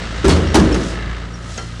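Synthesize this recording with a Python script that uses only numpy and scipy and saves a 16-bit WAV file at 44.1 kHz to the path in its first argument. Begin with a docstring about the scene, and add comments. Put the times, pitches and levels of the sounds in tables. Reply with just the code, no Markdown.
"""A hay field, where a diesel tractor idles: its periodic firing sounds the exhaust and excites the block
and loose covers. Its sheet-steel implement bangs twice, each bang a cluster of impacts that set panels,
frame and loose parts in free vibration, loud enough to overload the microphone. Later, dry stubble
rustles close by and a steel link clinks. A light breeze rumbles on the microphone throughout."""
import sys
import numpy as np
from scipy import signal
from scipy.fft import rfft, irfft
from scipy.io import wavfile
from scipy.ndimage import uniform_filter1d

SR = 44100
rng = np.random.default_rng(int(sys.argv[2]) if len(sys.argv) > 2 else 0)


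def inscribe(sig):
    """Save sig as 16-bit PCM at rate SR to the path in sys.argv[1].

    A 1-D sig is mono; a 2-D sig holds one channel per row.
    Samples are clipped to [-1, 1] before scaling.
    """
    pcm = np.round(np.clip(np.atleast_2d(sig).T, -1, 1) * 32767)
    wavfile.write(sys.argv[1], SR, pcm.astype(np.int16))


N = 79380


def undb(db):
    """Decibels to amplitude ratio."""
    return 10 ** (np.asarray(db) / 20)


def unit(x):
    """Normalisation to an rms of 1."""
    return x / np.sqrt(np.mean(x ** 2))


def curve(rows, axis=1):
    """Linear interpolation of one column of a table over time."""
    rows = np.array(rows)
    return np.interp(np.arange(N) / SR, rows[:, 0], rows[:, axis])


def at_hz(hz, rows, axis=1):
    """Interpolation of one column of a table over log frequency."""
    rows = np.array(rows)
    return np.interp(np.log(hz + 1), np.log(rows[:, 0]), rows[:, axis])


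def colour(x, rows):
    """Spectral shaping to an rms of 1, falling 12 dB an octave below the first row."""
    hz = np.fft.rfftfreq(N, 1 / SR)
    low_cut = np.minimum(hz / rows[0][0], 1) ** 2
    return unit(irfft(rfft(x) * undb(at_hz(hz, rows)) * low_cut, N))


def walk(rate_hz):
    """Smooth random modulation with an rms of 1."""
    k = max(int(SR / rate_hz), 2)
    steps = np.repeat(rng.standard_normal(N // k + 1), k)
    return unit(uniform_filter1d(steps, k)[:N])


def decay(t, t60):
    """Damping: amplitude falls exponentially, 60 dB in t60 seconds."""
    return np.exp(-np.log(1000) * t / t60)


def swell(rise_s, hold_s, t60):
    """Envelope of linear rise, hold and exponential decay."""
    t = np.arange(N) / SR
    return np.minimum(t / rise_s, 1) * decay(np.maximum(t - rise_s - hold_s, 0), t60)


def add(out, start, x):
    """Superposition of a sound from a start time in seconds."""
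    i = int(start * SR)
    out[i:] += x[:N - i]


def ring(modes, attack_s):
    """Free vibration: a sum of damped modes, slightly detuned at each blow."""
    t, out = np.arange(N) / SR, np.zeros(N)
    for (hz, db, t60), detune in zip(modes, 0.0026 * rng.standard_normal(len(modes))):
        out += undb(db) * np.sin(2 * np.pi * hz * (1 + detune) * t) * decay(t, t60)
    return out * (1 - np.exp(-t / attack_s))


def dense_ring(rows, attack_s):
    """Modal overlap: crowded modes merge into noise, each octave band with its own decay."""
    t, hz = np.arange(N) / SR, np.fft.rfftfreq(N, 1 / SR)
    spectrum = rfft(colour(rng.standard_normal(N), rows))
    out = np.zeros(N)
    for centre in 32 * 2. ** np.arange(10):
        band = np.maximum(1 - np.abs(np.log2((hz + 1) / centre)), 0)
        out += irfft(spectrum * band, N) * decay(t, at_hz(centre, rows, axis=2))
    return out * (1 - np.exp(-t / attack_s))


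def tractor():
    """Periodic excitation: one firing cycle drives the clatter, block, exhaust and covers."""
    # Each row: time in seconds, firing rate in Hz.
    firing = [(0.0, 55.84), (0.3, 57.47), (0.376, 60.16), (0.862, 56.55), (1.392, 58.02), (1.548, 56.6),
              (1.8, 57.27)]
    cycles = np.cumsum(curve(firing) * (1 + 0.004 * walk(25))) / SR
    bursts = np.exp(-(cycles % 1)) * undb(2.1 * walk(59.95))
    drive = 0.75 + bursts  # a steady floor remains between firings
    return clatter(drive) + block(drive) + exhaust(cycles) + covers(cycles)


def clatter(drive):
    """Amplitude modulation: broadband diesel noise pulses at each firing."""
    # Each row: frequency in Hz, relative spectral density in dB.
    spectrum = [(200, 7.5), (330, 0.5), (550, 1.5), (850, -5), (1280, -2), (1600, -2), (2000, -3.5),
                (2400, -10), (2900, -7), (3900, -10), (5500, -16), (8000, -22.5), (9700, -32.5),
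                (11500, -53), (16000, -88)]
    # Each row: time in seconds, level in dB, treble gain in dB.
    levels = [(0, -31, 2.5), (.2, -30.5, 4.5), (.7, -26, -1), (1.05, -31, -2), (1.2, -34.5, 0),
              (1.35, -34.5, -5), (1.55, -37.5, -1), (1.8, -39, 6)]
    noise = colour(drive * rng.standard_normal(N), spectrum)
    body = signal.sosfiltfilt(signal.butter(1, 2480, fs=SR, output="sos"), noise)
    treble = (noise - body) * undb(curve(levels, axis=2))
    return (body + treble) * undb(curve(levels))


def block(drive):
    """Resonance: the engine block answers the firings in one narrow band."""
    # Each row: frequency in Hz, relative spectral density in dB.
    response = [(1000, -48), (1170, -5.5), (1285, 4), (1390, -9), (1550, -20), (4000, -100)]
    return undb(-46.5) * colour(drive * rng.standard_normal(N), response)


def exhaust(cycles):
    """Line spectrum: partials follow the firing rate, their phases smeared by the silencer."""
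    # Each row: multiple of the firing rate, level in dB.
    overtones = [(1.5, -40.5), (2, -34.5), (3, -38.5), (4, -54.5), (5, -50), (6, -54.5)]
    # Each row: time in seconds, level of the lowest partial in dB.
    lowest_db = [(0, -31.5), (.2, -25.5), (.75, -27.5), (1.1, -25), (1.35, -33), (1.8, -31.5)]
    flutter_db, smear_rad = 0.6, 0.17
    out = np.zeros(N)
    for multiple, db in [(0.97, curve(lowest_db))] + overtones:
        amplitude = np.sqrt(2) * undb(db + flutter_db * walk(8.54))
        phase = 2 * np.pi * (multiple * cycles + rng.random()) + smear_rad * walk(7.05)
        out += amplitude * np.cos(phase)
    return out


def covers(cycles):
    """Forced vibration: each firing shakes the loose covers into uneven taps that ring their resonances."""
    # Each row: resonance in Hz, bandwidth in Hz, relative level in dB.
    resonances = [(1302, 46, 1.5), (1725, 140, 3), (2020, 160, 0.5), (2700, 140, -4.5), (3760, 120, -8)]
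    # Each row: time in seconds, level in dB.
    levels = [(0, -42.5), (.25, -36), (.8, -38.5), (1.03, -36), (1.14, -38.5), (1.3, -46.5), (1.4, -54),
              (1.8, -54)]
    decay_cycles, grain_db, flutter_db = .8, 3, 2
    shake = np.exp(-(cycles % 1) / decay_cycles) * undb(grain_db * walk(700) + flutter_db * walk(30.58))
    taps = shake * rng.standard_normal(N)
    rattle = np.zeros(N)
    for hz, width, db in resonances:
        resonator = signal.iirpeak(hz, hz / width, fs=SR)
        rattle += undb(db) * unit(signal.lfilter(*resonator, taps))
    band = signal.butter(2, [1000, 5000], "bandpass", fs=SR, output="sos")
    return unit(signal.sosfilt(band, rattle)) * undb(curve(levels))


def breeze():
    """Turbulence: light gusts make a low, fluctuating pressure on the microphone."""
    # Each row: frequency in Hz, relative spectral density in dB.
    spectrum = [(33, 6), (42, -8), (70, 7), (105, 8), (190, -2), (300, -10.5), (600, -43), (2000, -89)]
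    gust_db = -36.5 - 2.5 * walk(7.1)
    return undb(gust_db) * colour(rng.standard_normal(N), spectrum)


def implement():
    """Impact excitation: steel cracks on steel, and the sheets ring, rumble and rattle."""
    # Each row: start in seconds, panel, rumble, crash and crack levels in dB,
    # most excited frequency in Hz, attack in seconds.
    blows = [(0.2424, -11, -16, -19.5, -38, 358, 0.0031), (.281, -14, -13, -24, -17.5, 170, 0.00084),
             (.289, -23, -18.5, -17.5, -17.5, 240, 0.0049), (.306, -21, -23, -25, -20, 315, 0.00089),
             (.355, -20, -16, -28.5, -50, 198, 0.011), (0.5426, -12, -9, -30, -12.5, 245, 0.0029),
             (.552, -7, -13.5, -15, -8, 314, 0.00072), (.597, -17.5, -23.5, -39, -46, 218, 0.0021),
             (.712, -18.5, -19.5, -31.5, -48, 292, 0.0027), (.744, -25.5, -33.5, -28, -24, 366, 0.00042)]
    # Each row of both: frequency in Hz, relative spectral density in dB, t60 in seconds.
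    rumble_bands = [(44.5, -9, 0.97), (71, 4.5, 0.85), (128, -4, 1), (225, 2.5, 0.85), (392, 0, 0.72),
                    (553, -8, 0.97), (890, -19, 0.92), (1580, -18.5, 0.58), (3000, -51, 0.39),
                    (8000, -76, 0.61), (12000, -80, .5)]
    crash_bands = [(413, 6.5, 0.075), (980, 4.5, 0.58), (1950, 0.5, 0.43), (3200, -0.5, 0.13),
                   (4700, -2.5, 0.42), (5700, -2, 0.21), (8400, -10.5, 0.36), (9860, -13, 0.21),
                   (12300, -55, 0.47), (16000, -49, 0.28)]
    # Each row: frequency in Hz, relative spectral density in dB.
    crack_spectrum = [(700, 7), (2000, 3.5), (4000, 1.5), (6300, -0.5), (8500, -4.5), (10500, -9.5),
                      (12500, -33), (16000, -40)]
    out = np.zeros(N)
    for start, panel_db, rumble_db, crash_db, crack_db, centre_hz, attack_s in blows:
        boom = undb(panel_db) * (panel(centre_hz, attack_s) + hollow_knock(centre_hz, attack_s))
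        rumble = undb(rumble_db) * dense_ring(rumble_bands, attack_s + 0.0011)
        rattle_db = 2 * walk(495)
        crash = undb(crash_db + rattle_db) * dense_ring(crash_bands, attack_s)
        contact = colour(rng.standard_normal(N), crack_spectrum)
        crack = undb(crack_db) * contact * swell(attack_s, 0, t60=0.054)
        add(out, start, boom + rumble + crash + crack)
    return out


def panel(centre_hz, attack_s):
    """Selective excitation: a blow favours the panel modes near one frequency."""
    # Each row: frequency in Hz, level in dB, t60 in seconds.
    modes = [(145.55, 1, 0.93), (179.5, -6, 1), (195, 1.5, 0.43), (220, -3.5, 0.47), (310.2, 0, 0.3),
             (320.5, -9, 1), (346.8, -8.5, 0.51), (378, -3.5, 0.42), (386.6, 1, 0.25), (459, -20, 1),
             (569, -7, 0.15), (654, -15, 1.0), (903, -10.5, 0.37), (1228, -23, 0.53)]
    width_octaves, distant_db = 0.38, -7
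    excited = []
    for hz, db, t60 in modes:
        nearness = np.exp(-.5 * (np.log2(hz / centre_hz) / width_octaves) ** 2)
        excited.append((hz, db + distant_db * (1 - nearness), t60))
    return ring(excited, attack_s)


def hollow_knock(centre_hz, attack_s):
    """Heavy damping: close modes around one pitch blur into a short band of noise."""
    step_octaves = 0.075
    # Each row: steps from the centre, relative spectral density in dB.
    shape = [(-6, -50), (-1, -3), (0, 0), (1, -3), (4, -30), (12, -90)]
    band = [(centre_hz * 2 ** (k * step_octaves), db) for k, db in shape]
    return undb(0.5) * colour(rng.standard_normal(N), band) * swell(2 * attack_s, 0, t60=0.11)


def clacks():
    """Local resonance: each struck spot rings briefly in a main mode and two weaker neighbours."""
    # Each row: start in seconds, frequency in Hz, level in dB, t60 in seconds.
    spots = [(0.2434, 1362, -13.5, 0.082), (.2455, 384, -6.5, 0.12), (.260, 1670, -16.5, 0.064),
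             (.296, 3350, -20, 0.13), (.5435, 861, -10.5, 0.15), (.551, 815, -4, 0.075),
             (.556, 1224, -17, .12), (.595, 1130, -18, 0.085), (.613, 1016, -17, 0.054),
             (.734, 371, -14.5, 0.12), (.769, 371, -14, 0.14)]
    spacing, neighbour_db = 0.091, -11.5
    out = np.zeros(N)
    for start, hz, db, t60 in spots:
        modes = [(hz * (1 + k * spacing), db + abs(k) * neighbour_db, t60) for k in (-1, 0, 1)]
        add(out, start, ring(modes, attack_s=0.0022))
    return out


def frame():
    """Inertia: the heavy frame takes up the blows slowly and shudders at low frequency."""
    # Each row: start in seconds, frequency in Hz, level in dB, then rise, hold and t60 in seconds.
    shudders = [(0.249, 66, -6, 0.032, 0.0078, 0.081), (0.302, 81.5, -9.5, 0.0094, 0.04, 1),
                (0.566, 71, -10.5, 0.02, 0.026, 0.13), (0.686, 58.6, -15, 0.043, 0.0096, 0.32)]
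    t, out = np.arange(N) / SR, np.zeros(N)
    for start, hz, db, rise_s, hold_s, t60 in shudders:
        add(out, start, undb(db) * swell(rise_s, hold_s, t60) * np.sin(2 * np.pi * hz * t))
    return out


def pings():
    """Frequency modulation: loose steel parts squeak and ping in short, unsteady high tones."""
    # Each row: start in seconds, frequency in Hz, level in dB, then rise and t60 in seconds.
    tones = [(.281, 7900, -15.5, 0.00057, 0.021), (0.292, 4360, -24, 0.0047, 0.21),
             (0.32, 4330, -22, 0.012, 0.07), (0.466, 5570, -37, 0.011, 0.31),
             (0.549, 5830, -17.5, 0.0029, 0.057), (0.723, 5330, -23.5, 0.0062, 0.058),
             (.743, 6530, -26, 0.0033, 0.033), (1.331, 5583, -36.5, 0.014, 0.11)]
    out = np.zeros(N)
    for start, hz, db, rise_s, t60 in tones:
        cycles = np.cumsum(hz * (1 + 0.013 * walk(730))) / SR
        add(out, start, undb(db) * swell(rise_s, 0, t60) * np.sin(2 * np.pi * cycles))
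    return out


def stubble():
    """Incoherent summation: the crackles of dry stalks merge into soft swells of grainy noise."""
    # Each row: peak time in seconds, Gaussian width in seconds, level in dB.
    rustles = [(0.859, 0.064, -36.5), (1.026, 0.062, -66), (1.344, 0.064, -51.5), (1.552, 0.077, -40.5),
               (1.68, 0.13, -50.5), (1.79, 0.024, -54)]
    # Each row: frequency in Hz, relative spectral density in dB.
    spectrum = [(1200, -10), (3000, -0.5), (5500, 4), (7500, 0), (10000, -8), (12500, -34), (16000, -55)]
    t, grain_db = np.arange(N) / SR, 2
    envelope = sum(undb(db) * np.exp(-.5 * ((t - peak) / width) ** 2) for peak, width, db in rustles)
    crackle = rng.standard_normal(N) * undb(grain_db * walk(900))
    return envelope * colour(crackle, spectrum)


def link():
    """Impact and rebound: a steel link touches twice, each time with a tick, a ring and a knock."""
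    # Each row: start in seconds, then ring, knock and tick levels in dB.
    contacts = [(1.5772, -44, -26, -23.5), (1.5825, -30.5, -35, -33)]
    # Each row of both: frequency in Hz, level in dB, t60 in seconds.
    tick_modes = [(2710, -6, .035), (4820, -5, .04), (6300, 0.5, 0.042), (6570, -4, 0.033),
                  (7000, -16, .06)]
    link_modes = [(788, -8, .26), (1364, 4.5, 0.19), (2060, -8, 0.45), (3140, -4.5, 0.28),
                  (4215, -9.5, 0.52), (4296, -12, 0.25), (5308, -10, .17), (5582, -4, 0.17)]
    # Each row: frequency in Hz, relative spectral density in dB, t60 in seconds.
    knock_bands = [(151, -7, 0.78), (473, 3.5, 0.21), (1010, -8, 0.26), (1600, -4.5, 0.17),
                   (2980, -11.5, 0.091), (6400, -20, 0.075), (8500, -20, 0.087), (12000, -55, .08)]
    out, attack_s = np.zeros(N), 0.00041
    for start, ring_db, knock_db, tick_db in contacts:
        tick = undb(tick_db) * ring(tick_modes, attack_s=.0001)
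        ringing = undb(ring_db) * ring(link_modes, attack_s)
        knock = undb(knock_db) * dense_ring(knock_bands, attack_s)
        add(out, start, tick + ringing + knock)
    return out


def scene():
    """Superposition: all sources add at one microphone in the open air."""
    return (tractor() + implement() + clacks() + frame() + pings() + link() + stubble() + breeze())[None]


def record(dry):
    """Saturation: the microphone flattens the loudest peaks; a low-pass filter then limits the treble."""
    ceiling, knee, top_hz = .72, 6, 15900
    clipped = dry / (1 + np.abs(dry / ceiling) ** knee) ** (1 / knee)
    return signal.sosfilt(signal.ellip(8, .2, 70, top_hz, fs=SR, output="sos"), clipped)


dry = scene()
out = record(dry)
inscribe(out)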